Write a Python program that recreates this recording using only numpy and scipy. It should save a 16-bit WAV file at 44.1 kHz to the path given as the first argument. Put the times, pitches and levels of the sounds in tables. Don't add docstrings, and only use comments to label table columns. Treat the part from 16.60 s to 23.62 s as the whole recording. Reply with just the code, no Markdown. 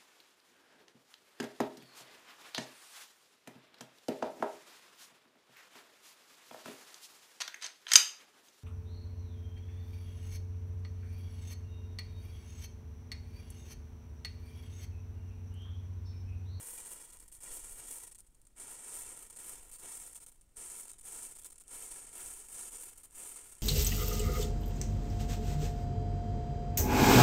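import sys
import numpy as np
from scipy import signal
from scipy.fft import rfft, irfft
from scipy.io import wavfile
from scipy.ndimage import map_coordinates

SR = 44100
rng = np.random.default_rng(int(sys.argv[2]) if len(sys.argv) > 2 else 0)


def generate_wav(signal):
    frames = np.transpose(np.atleast_2d(signal))
    scaled = np.clip(frames, -1, 1) * 32767
    pcm = np.round(scaled).astype(np.int16)
    wavfile.write(sys.argv[1], SR, pcm)


N = 309582
TIME = np.arange(N) / SR

# frequency in Hz, relative level in dB.
AIR_SPECTRUM = [(8, 1.5), (14, 0), (24, 0), (38, -4.5), (60, -11.5), (90, -13), (160, -16), (300, -18),
                (700, -29.5), (2000, -39.5), (6000, -46.5), (16000, -56)]
# centre in seconds, half length in seconds, lift in dB.
WIND_GUSTS = [(0.604, 0.064, 5), (1.04, 0.2, 8), (2.465, 0.11, 5.5), (3.015, 0.13, 3.5), (4.7, 0.068, 1.5),
              (5.68, 0.055, 5.5)]
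# time in seconds,
# delay off the sand in ms, then the delays off three hard surfaces close by in ms.
ECHO_DELAYS = [(0, .93, 2.08, 3.05, 4.19), (1.15, .93, 2.15, 3.04, 4.2), (2.3, .935, 2.215, 3.04, 4.16),
               (4.4, .915, 2.232, 3.005, 4.185), (7, .85, 2.241, 2.935, 4.178)]
# frequency in Hz, relative level in dB.
STONE_SPECTRUM = [(200, -29), (1500, 1), (4000, 4.5), (8000, 1), (16000, 5.5)]
# frequency in Hz, gain in dB.
MIC_RESPONSE = [(4000, 0), (5200, 2), (6200, 7), (7300, 12), (8400, 17.5), (9200, 18.5), (10000, 12),
                (10800, 8.5), (12000, 9.5), (15500, 0.5)]

# start in seconds, length in seconds, first pitch in Hz, last pitch in Hz, level in dB.
CRACK_WHISTLES = [(0.172, 0.025, 2370, 2440, -61.5), (2.89, 0.039, 6000, 6100, -72),
                  (3.137, 0.031, 4600, 4600, -68.5), (4.315, 0.042, 3800, 3820, -71),
                  (4.804, 0.0615, 3100, 3850, -72), (5.042, 0.023, 2810, 3100, -79)]
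# start in seconds, level in dB.
CRUST_SNAPS = [(0.4254, -40.3), (0.7258, -40), (0.7515, -41.4), (1.5873, -42), (1.6054, -43), (2.001, -39),
               (2.6296, -42.2), (2.7287, -40.6), (3.1405, -43), (3.4001, -37.4), (3.5685, -39.2),
               (3.9691, -38.6), (4.1, -35.4), (4.2326, -36.9), (4.2821, -35.5), (4.3166, -38.3),
               (4.3342, -41.4), (4.7127, -39.5), (4.8461, -35), (5.0381, -49), (5.0749, -47.5),
               (5.0839, -45), (5.2639, -36.8), (5.9455, -36), (5.9835, -34.7), (6.1705, -35.5),
               (6.2251, -35.4), (6.3799, -42), (6.5095, -47), (6.6751, -36.8)]
# start in seconds, length in seconds, level in dB.
GAS_POCKETS = [(0.434, 0.025, -62.5), (0.525, 0.018, -61.5), (0.599, 0.009, -61.5), (0.68, 0.0073, -64.5),
               (0.717, 0.059, -65.5), (0.805, 0.043, -61.5), (1.47, 0.016, -60.5), (1.514, 0.015, -61.5),
               (1.548, 0.011, -59.5), (1.582, 0.028, -66.5), (1.667, 0.0087, -72), (1.747, .006, -72.5),
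               (1.816, 0.0034, -69), (1.852, .004, -71), (1.869, .005, -65), (1.999, 0.038, -57),
               (2.701, 0.01, -55.5), (2.762, 0.013, -57.5), (2.788, .016, -59), (3.115, 0.052, -60),
               (3.185, 0.025, -62), (3.548, .02, -57), (3.603, 0.043, -62.5), (3.664, 0.0057, -56.5),
               (3.67, 0.028, -66.5), (3.718, 0.0091, -69), (3.812, .0058, -67), (4.292, 0.016, -56.5),
               (4.384, .015, -62.5), (4.411, 0.0072, -59), (4.753, 0.014, -59.5), (4.786, 0.015, -59),
               (4.817, .009, -61), (4.848, 0.023, -55), (4.903, 0.0065, -59.5), (4.92, .011, -61.5),
               (4.958, 0.0044, -61.5), (4.981, 0.0053, -60.5), (5.0, 0.022, -62.5), (5.309, 0.018, -53.5),
               (5.468, 0.0068, -56.5), (5.786, 0.027, -61.5), (6.284, .018, -61), (6.376, .01, -61),
               (6.434, 0.025, -62), (6.545, 0.012, -74.5), (6.76, .02, -57.5)]
# start, rise, hold and the jet's time to fade by 20 dB, all in
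# seconds; jet, fizz and whoosh in dB; seconds from start to the boil; boil lift in dB, treble in dB.
MATCH_HEADS = [(-0.053, 0.031, 0.23, .28, -61.5, -60.5, 2.5, 0.39, 7, 3),
               (0.187, 0.086, 0.066, 0.55, -61.5, -62, -2, 0.13, -1.5, 2.8),
               (0.775, 0.099, 0.2, 0.44, -63, -60, 4, 0.17, 3.5, -0.2),
               (1.086, .108, 0.24, 0.16, -64.5, -62, 4.5, 0.24, 4, 2),
               (1.951, 0.04, 0.3, 0.45, -62, -61, 1.5, .16, 3, -5),
               (2.229, 0.077, 0.2, .5, -60.5, -59, -2.5, 0.13, 4, -1.4),
               (2.756, 0.04, .126, .4, -60, -60.5, -1.5, 0.22, -0.5, 1.5),
               (3.18, 0.054, 0.21, 0.34, -64.5, -60.5, 7, 0.15, 4, 0.5),
               (3.954, 0.03, 0.21, 0.25, -62, -57.5, 1, 0.16, 0.5, -2.5),
               (4.427, 0.038, 0.12, 0.44, -60.5, -57, -0.5, 0.23, 2.5, -1),
               (5.061, 0.071, 0.26, 0.47, -61, -59, 0, .102, 2, -3),
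               (5.493, 0.084, 0.13, 0.64, -61.5, -58, 4.5, .15, 1.5, -1.7),
               (5.885, 0.072, .13, 0.04, -61.5, -57.5, 1, .128, 1.5, 0.3),
               (6.108, 0.018, 0.021, 0.42, -60.5, -58, -0.5, 0.16, 3.5, 1.9),
               (6.519, 0.057, 0.14, 0.6, -61, -59.5, 1.5, 0.27, 0, 1.5)]
# frequency in Hz, relative level in dB.
SNAP_SPECTRUM = [(100, -20), (600, -7), (3000, -4), (7000, 1), (9500, 1), (12000, -2), (16000, -5)]
SPURT_SPECTRUM = [(100, -4), (400, 2), (1500, -1.5), (4000, -2.5), (6000, -4.5), (9000, 0), (12000, -4.5),
                  (16000, 1)]
FIZZ_SPECTRUM = [(100, -14), (400, -7), (1500, -4.5), (4000, -5.5), (6000, -1), (9000, 2), (12000, -1),
                 (16000, -0.5)]
JET_SPECTRUM = [(60, -26), (140, 0.5), (220, 2.5), (400, 4), (700, 3), (1000, -0.2), (1300, -.5),
                (2200, -2.5), (3000, -3.5), (4200, -10.5), (7000, -16), (16000, -41)]


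def gain_of(db):
    return 10 ** (np.asarray(db) / 20)


def unit_rms(x):
    return x / np.sqrt(np.mean(x ** 2) + 1e-20)


def curves(rows):
    times, *columns = np.transpose(rows)
    return [np.interp(TIME, times, column) for column in columns]


def add(mix, start, sound):
    part = mix[max(round(start * SR), 0):][:len(sound)]
    part += sound[:len(part)]


def impulse_response(spectrum, size=8192):
    hz, db = np.transpose(spectrum)
    bin_hz = np.fft.rfftfreq(size, 1 / SR)
    bin_db = np.interp(np.log(bin_hz + 1), np.log(hz), db)
    cepstrum = irfft(np.log(gain_of(bin_db)))
    cepstrum[1:size // 2] *= 2
    cepstrum[size // 2 + 1:] = 0
    return irfft(np.exp(rfft(cepstrum)))[:size // 2]


def coloured(x, spectrum):
    response = impulse_response(spectrum)
    return signal.oaconvolve(x, response / np.linalg.norm(response))[:N]


def filtered(x, order, hz, kind="low"):
    return signal.sosfiltfilt(signal.butter(order, hz, kind, fs=SR, output="sos"), x)


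def wander(low_hz, high_hz):
    hz = np.fft.rfftfreq(N, 1 / SR)
    shape = hz / np.hypot(hz, low_hz) / (1 + (hz / high_hz) ** 2)
    return unit_rms(irfft(rfft(rng.standard_normal(N)) * shape, N))


def bursts(per_s, spread_db):
    size = gain_of(spread_db * np.minimum(rng.exponential(1, N), 4))
    return unit_rms(size * rng.choice([-1, 1], N) * (rng.random(N) < per_s / SR))


def wind(breeze_db=-63, air_db=-70.5):
    gust_db = sum(db * np.exp(-((TIME - centre) / half) ** 4) for centre, half, db in WIND_GUSTS)
    air = coloured(rng.standard_normal(N), AIR_SPECTRUM)
    rumble = filtered(air, 2, hz=90)
    lumps_db = 1.5 * wander(low_hz=2.8, high_hz=20)
    return rumble * gain_of(breeze_db + gust_db + lumps_db) + gain_of(air_db) * (air - rumble)


def surroundings(direct, echo_db=(-17, -8.5, -12, -14), scatter_db=-8.5, scatter_t60_s=0.066):
    low = filtered(direct, 1, hz=4200)
    reflected = low + 0.39 * (direct - low)
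    out = direct.copy()
    for delay_ms, db in zip(curves(ECHO_DELAYS), echo_db):
        source_time = TIME - delay_ms / 1000
        out += gain_of(db) * map_coordinates(reflected, [source_time * SR], order=3)
    t = TIME[:SR // 4]
    tail = rng.standard_normal(len(t)) * np.exp(-np.log(1000) * t / scatter_t60_s) * (t > 0.003)
    scattered = signal.oaconvolve(direct, tail / np.linalg.norm(tail))
    return out + gain_of(scatter_db) * coloured(scattered, STONE_SPECTRUM)


def whistles(waver=0.038):
    out = np.zeros(N)
    unsteady = 1 + waver * wander(low_hz=40, high_hz=300)
    for start, length, first_hz, last_hz, db in CRACK_WHISTLES:
        glide_hz = np.linspace(first_hz, last_hz, round(length * SR))
        hz = glide_hz * unsteady[round(start * SR):][:len(glide_hz)]
        tone = np.sin(2 * np.pi * np.cumsum(hz) / SR)
        add(out, start, gain_of(db) * signal.windows.tukey(len(hz), 0.5) * tone)
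    return out


def snaps(fizz_db, opening_lift_db=16, ticks_per_s=14, tick_db=-45.5, crumble_s=0.0016, crumble_db=-26):
    out, t = np.zeros(N), TIME[:500]
    openings = [(start, db + opening_lift_db) for start, _, db in GAS_POCKETS]
    alight = fizz_db > -74
    tick_times = TIME[(rng.random(N) < ticks_per_s / SR) & alight]
    ticks = [(start, tick_db + 3 * rng.standard_normal()) for start in tick_times]
    for start, db in list(CRUST_SNAPS) + openings + ticks:
        crack = gain_of(crumble_db) * rng.standard_normal(len(t)) * np.exp(-t / crumble_s)
        crack[0] = 1
        add(out, start, gain_of(db) * crack)
    return coloured(out, SNAP_SPECTRUM)


def spurts(open_s=0.0016):
    flow = np.zeros(N)
    for start, length, db in GAS_POCKETS:
        t = np.arange(round(2 * length * SR) + 2) / SR
        envelope = (1 - np.exp(-t / open_s)) / (1 + (t / length) ** 20)
        add(flow, start, gain_of(db) * envelope)
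    hiss = bursts(per_s=14000, spread_db=2.6) * gain_of(2 * wander(low_hz=90, high_hz=400))
    return coloured(flow * hiss, SPURT_SPECTRUM)


def choking(clog_s=0.012, depth_db=-4):
    dip_db = np.zeros(N)
    for start, _, _ in GAS_POCKETS:
        add(dip_db, start - clog_s, depth_db * signal.windows.tukey(round(clog_s * SR), 0.5))
    return dip_db


def head_levels(start, rise, hold, fade, jet_db, fizz_db, whoosh_db, boil_after, boil_db, treble_db,
                whoosh_s=0.062, boil_s=0.044):
    t = TIME - start
    caught = np.clip(t / rise, 0, 1)
    dying = -20 * np.maximum(t - rise - hold, 0) / fade
    whoosh = whoosh_db * np.exp(-((t - rise) / whoosh_s) ** 2)
    boil = boil_db * np.exp(-((t - boil_after) / boil_s) ** 2)
    jet = caught * gain_of(jet_db + whoosh + 0.84 * boil + dying)
    fizz = caught * gain_of(fizz_db + boil + 1.31 * dying)
    return jet, fizz, treble_db + 0.69 * boil


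def row_levels(smoulder_jet_db=-86.5, smoulder_fizz_db=-90):
    jet_power, fizz_power = gain_of(smoulder_jet_db) ** 2, gain_of(smoulder_fizz_db) ** 2
    weighted_treble = 0
    for head in MATCH_HEADS:
        jet, fizz, treble_db = head_levels(*head)
        jet_power += jet ** 2
        fizz_power += fizz ** 2
        weighted_treble += treble_db * fizz ** 2
    return 10 * np.log10(jet_power), 10 * np.log10(fizz_power), weighted_treble / fizz_power


def head_colour(x, treble_db):
    top = filtered(x, 3, hz=10500, kind="high")
    hiss = filtered(x, 2, hz=[2800, 7500], kind="band")
    top_db = treble_db - 2 + 2.3 * wander(low_hz=2.6, high_hz=4.1)
    hiss_db = 0.16 + 0.22 * treble_db
    return x + top * (gain_of(top_db) - 1) + hiss * (gain_of(hiss_db) - 1)


def flares(jet_db, fizz_db, weak_flutter_db=3, strong_flutter_db=1.56):
    depth_db = np.interp(fizz_db, [-70, -58], [weak_flutter_db, strong_flutter_db])
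    flutter_db = depth_db * wander(low_hz=4.7, high_hz=66.6)
    flutter_db -= depth_db ** 2 * np.log(10) / 20
    choke_db = choking()
    gas = rng.standard_normal(N) + gain_of(-9) * bursts(per_s=1600, spread_db=4.0)
    jet = coloured(gas * gain_of(jet_db + 0.93 * flutter_db + choke_db - 0.5), JET_SPECTRUM)
    pops = bursts(per_s=12000, spread_db=2.4) + gain_of(-8) * bursts(per_s=450, spread_db=2.8)
    fizz = coloured(pops * gain_of(fizz_db + flutter_db + choke_db + 0.32), FIZZ_SPECTRUM)
    return jet + fizz


def scene():
    jet_db, fizz_db, treble_db = row_levels()
    burning = flares(jet_db, fizz_db) + spurts() + snaps(fizz_db)
    fire = head_colour(burning, treble_db) + whistles()
    return (gain_of(-1.1) * surroundings(fire) + wind())[None]


def record(dry, hiss_db=-82, band_limit_hz=15750):
    at_capsule = signal.oaconvolve(dry, impulse_response(MIC_RESPONSE)[None])[:, :N]
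    amplified = at_capsule + gain_of(hiss_db) * rng.standard_normal(N)
    lowpass = signal.firwin(511, band_limit_hz, window=("kaiser", 9), fs=SR)
    return signal.oaconvolve(amplified, lowpass[None], "same")


dry = scene()
out = record(dry)
generate_wav(out)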